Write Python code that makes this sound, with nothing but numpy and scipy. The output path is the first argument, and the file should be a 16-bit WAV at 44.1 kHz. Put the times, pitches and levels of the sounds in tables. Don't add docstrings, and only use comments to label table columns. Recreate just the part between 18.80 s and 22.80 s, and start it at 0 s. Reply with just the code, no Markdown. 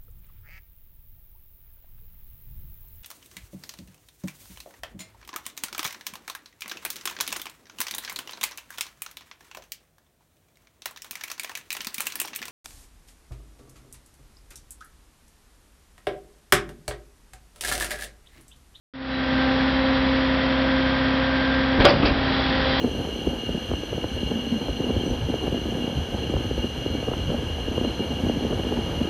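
import sys
import numpy as np
from scipy import signal
from scipy.fft import rfft, irfft
from scipy.io import wavfile
from scipy.ndimage import uniform_filter1d

SR = 44100
rng = np.random.default_rng(int(sys.argv[2]) if len(sys.argv) > 2 else 0)


def generate_wav(sig):
    pcm = np.round(np.clip(np.atleast_2d(sig).T, -1, 1) * 32767).astype(np.int16)
    wavfile.write(sys.argv[1], SR, pcm)


N = 176400
T = np.arange(N) / SR


def from_db(db):
    return 10 ** (np.asarray(db) / 20)


def rms_one(x):
    return x / np.sqrt(np.mean(x ** 2) + 1e-20)


def in_time(rows):
    times, *columns = np.transpose(rows)
    return [np.interp(T, times, column) for column in columns]


def colour(noise, points):
    hz, db = np.transpose(points)
    bins = np.maximum(np.arange(N // 2 + 1) * SR / N, 1)
    eq = from_db(np.interp(np.log(bins), np.log(hz), db))
    return rms_one(irfft(rfft(noise) * eq, N))


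def drift(rate_hz):
    size = N // 25 + 1
    bins = np.arange(size // 2 + 1) * SR / N
    slow = irfft(rfft(rng.standard_normal(size)) / (1 + (bins / rate_hz) ** 2), size)
    return np.interp(T, np.linspace(0, N / SR, size), rms_one(slow))


def ring(x, hz, t60):
    radius = np.exp(-np.log(1000) / (t60 * SR))
    angle = 2 * np.pi * hz / SR
    return signal.lfilter([0, np.sin(angle)], [1, -2 * radius * np.cos(angle), radius ** 2], x + 1e-18)


def tone(turns, multiple, jitter_rad):
    phase = 2 * np.pi * (multiple * turns + rng.random())
    return np.sqrt(2) * np.sin(phase + jitter_rad * drift(20))


def rumble():
    # t/s, level/dB
    swell = [(.14, -33.5), (2.96, -33.5), (3.0, -21), (3.09, -17), (3.19, -19.5), (3.26, -19.5),
             (3.4, -28.5), (4.0, -28.5)]
    # f/Hz, relative level/dB
    spectrum = [(20, -20), (45, 5.5), (80, -0.5), (280, -2), (600, -6), (2000, -38.5)]
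    return from_db(in_time(swell)[0]) * colour(rng.standard_normal(N), spectrum)


def engine(cycles):
    # multiple of the cycle, level/dB
    partials = [(5, -46), (6, -33.5), (9, -46), (12, -38.5), (15, -43.5), (18, -44.5), (20, -46.5),
                (22, -45), (57, -50.5), (88, -49), (93, -45), (117, -50.5), (171, -47.5)]
    # f/Hz, relative level/dB
    spectrum = [(120, -23), (220, -2), (320, -5.5), (420, -17), (500, -4), (700, -4.5), (860, -5.5),
                (1000, -4.5), (1400, -4.5), (1900, -3), (2300, -9), (2950, -11.5), (3400, -7.5),
                (3750, -12.5), (4900, -18), (5600, -24.5)]
    # multiple of the cycle, depth/dB
    throbs = [(1, 0.27), (4, 0.82), (16, 1.0), (28, 0.8)]
    clatter_db, repeat_share = -26.5, 0.54
    cycle_samples = int(N / cycles[-1])
    fresh, pattern = rng.standard_normal((2, N))
    looped = np.interp(cycles % 1 * cycle_samples, np.arange(N), pattern)
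    noise = np.sqrt(repeat_share) * looped + np.sqrt(1 - repeat_share) * fresh
    throb_db = sum(db * tone(cycles, k, jitter_rad=0.091) for k, db in throbs) / np.sqrt(2)
    drone = sum(from_db(db) * tone(cycles, k, jitter_rad=0.17) for k, db in partials)
    return from_db(clatter_db) * colour(noise * from_db(throb_db), spectrum) + drone


def pump(turns):
    # t/s, then level/dB of harmonics 1, 2, 3, 6 and 12
    whine_levels = [(0.139, -23, -30.5, -46, -45, -55.5), (.4, -23, -35, -41.5, -31.5, -55),
                    (.62, -23.5, -31.5, -37, -31.5, -56), (.85, -23.5, -35, -35, -41.5, -51),
                    (1.1, -22.5, -31, -40.5, -43, -46), (1.75, -24.5, -31, -49, -42.5, -44.5),
                    (2.6, -25.5, -34, -44.5, -33.5, -45.5), (2.98, -24.5, -32, -38, -37, -49.5),
                    (3.45, -28, -41, -38.5, -39.5, -47), (3.8, -29, -32, -40.5, -42, -47)]
    # t/s, level/dB
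    whistle_level = [(.25, -50), (.35, -36), (.45, -49.5), (1.15, -42), (1.45, -52), (3.35, -49.5),
                     (3.56, -37.5), (3.75, -51.5), (3.92, -37.5)]
    whine = np.zeros(N)
    for k, db in zip((1, 2, 3, 6, 12), in_time(whine_levels)):
        waver_db = np.sqrt(k) * drift(3.7)
        whine += from_db(db + waver_db) * tone(turns, k, jitter_rad=0.086 * k)
    whistle = from_db(in_time(whistle_level)[0]) * tone(turns, multiple=15, jitter_rad=.6)
    return whine + whistle


def oil_hiss():
    # t/s, level/dB
    swell = [(.14, -42), (2.9, -46.5), (3.3, -47.5), (3.55, -34.5), (4.0, -31.5)]
    # f/Hz, relative level/dB
    spectrum = [(500, -26), (1500, -10.5), (2600, -6.5), (3400, 4.5), (4000, -4.5), (4700, -1.5),
                (5700, -18)]
    return from_db(in_time(swell)[0]) * colour(rng.standard_normal(N), spectrum)


def hopper_echo(x):
    wet_db, t60 = -9, 0.68
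    tail = rng.standard_normal(N) * np.exp(-np.log(1000) * T / t60)
    tail /= np.sqrt(np.sum(tail ** 2))
    return x + from_db(wet_db) * signal.fftconvolve(x, tail)[:N]


def shudder():
    # t/s, level/dB, contact time/s
    jolts = [(2.986, -15.5, 0.0025), (3.052, -23.5, .001), (3.125, -21, .0018), (3.229, -19, 0.00046),
             (3.294, -19.5, 0.0026), (3.371, -22.5, 0.0012)]
    # f/Hz, gain/dB, t60/s
    modes = [(44.5, 3, 0.24), (74.4, -3, .14), (103.2, 4.5, 0.15), (190, 3.5, .1), (288, 9.5, 0.21)]
    force = np.zeros(N)
    for start, db, contact in jolts:
        force += from_db(db) * (T >= start) * np.exp(-np.abs(T - start) / contact) / (contact * SR)
    return sum((-1) ** k * from_db(db) * ring(force, hz, t60) for k, (hz, db, t60) in enumerate(modes))


def scrapes():
    # t/s, length/s, level/dB, f/Hz, bandwidth/Hz
    strokes = [(3.075, .042, -21, 4650, 258), (3.198, 0.14, -28.5, 2610, 260),
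               (3.246, 0.046, -29, 4760, 297)]
    out = np.zeros(N)
    for start, length, db, hz, bandwidth in strokes:
        swell = np.sin(np.pi * np.clip((T - start) / length, 0, 1))
        t60 = np.log(1000) / (np.pi * bandwidth)
        out += from_db(db) * swell * rms_one(ring(rng.standard_normal(N), hz, t60))
    return out


def bangs():
    # t/s, crunch level/dB, ring level/dB, attack/s, decay time constant/s, tilt/(dB per octave)
    blows = [(2.995, -18.5, -25.5, .012, 0.053, -0.5), (3.044, -6, -7.5, .008, .016, .5),
             (3.059, -14, -34, 0.0024, 0.037, 1), (3.080, -11, -23.5, .005, 0.037, -1.8),
             (3.212, -18.5, -27, .018, .04, -2.5), (3.250, -17, -23.5, .006, 0.029, 1.5)]
    # f/Hz, relative level/dB
    crunch_colour = [(100, -15), (300, 5.5), (700, 4), (1400, 2), (2200, 0.5), (3400, -2), (4200, -6),
                     (4900, -11.5), (5800, -20)]
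    # f/Hz, gain/dB, t60/s
    modes = [(295, -10, .14), (496, -4.5, .13), (552, 0, 0.39), (572.5, 3.5, 0.25), (777, -9, 0.33),
             (912, -11.5, 0.24), (1147, -8.5, .15), (1440, -9, .22), (2570, -19, 0.13), (3234, -11.5, 0.17),
             (3333, -3.5, .07), (4910, -12.5, 0.2)]
    pivot_hz, grain_db = 1000, 2.0
    rattle_rad, rattle_hz = 0.59, 44.7
    out = np.zeros(N)
    grain = from_db(grain_db * drift(340))
    for start, crunch_db, _, attack, decay, tilt in blows:
        rise = np.clip((T - start) / attack, 0, 1)
        fall = np.exp(-np.maximum(T - start - attack, 0) / decay)
        spectrum = [(hz, db + tilt * np.log2(hz / pivot_hz)) for hz, db in crunch_colour]
        out += from_db(crunch_db) * rise * fall * colour(rng.standard_normal(N) * grain, spectrum)
    starts, _, ring_db, attacks, _, tilts = np.transpose(blows)
    peak_samples = ((starts + attacks) * SR).astype(int)
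    for k, (hz, db, t60) in enumerate(modes):
        strikes = np.zeros(N)
        strikes[peak_samples] = from_db(db + ring_db + tilts * np.log2(hz / pivot_hz))
        wobble_s = rattle_rad * drift(rattle_hz) / (2 * np.pi * pivot_hz)
        out += (-1) ** k * np.interp(T + wobble_s, T, ring(strikes, hz, t60))
    return out


def scene():
    # t/s, f/Hz
    pitch = [(.14, 265), (.45, 261.2), (1.1, 264.8), (1.55, 263.7), (3.0, 264.2), (3.3, 266.8),
             (3.85, 263.3), (4.0, 265.4)]
    ripples_per_engine_cycle = 24.34
    ripples = np.cumsum(in_time(pitch)[0]) / SR
    bed = engine(ripples / ripples_per_engine_cycle) + pump(ripples) + oil_hiss() + rumble()
    crush = hopper_echo(bangs() + scrapes() + shudder())
    return (bed + crush)[None]


def gain_control(x):
    threshold_db, slope = -14, 0.66
    attack_s, release_db_per_s = 0.011, 16
    level_db = 10 * np.log10(np.maximum(uniform_filter1d(x ** 2, size=441), 1e-12))
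    duck_db = np.maximum(level_db - threshold_db, 0) * slope
    release_db = release_db_per_s * T
    held_db = np.maximum.accumulate(duck_db + release_db, axis=-1) - release_db
    pole = np.exp(-1 / (attack_s * SR))
    return x * from_db(-signal.lfilter([1 - pole], [1, -pole], held_db))


def record(dry):
    # t/s, gain/dB
    fade_in = [(.137, -19), (.22, -12.5), (.33, -5.5), (.58, 0)]
    start_s, clip_level = .137, .72
    low_cut_hz, treble_stop_hz, top_stop_hz = 36, 6829, 16000
    x = signal.sosfilt(signal.butter(2, low_cut_hz, "high", fs=SR, output="sos"), dry)
    x = gain_control(x) * from_db(in_time(fade_in)[0]) * (T >= start_s)
    x = signal.sosfilt(signal.cheby2(14, 80, treble_stop_hz, fs=SR, output="sos"), x)
    x = np.clip(x, -clip_level, clip_level)
    return signal.sosfilt(signal.cheby2(12, 70, top_stop_hz, fs=SR, output="sos"), x)


dry = scene()
out = record(dry)
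generate_wav(out)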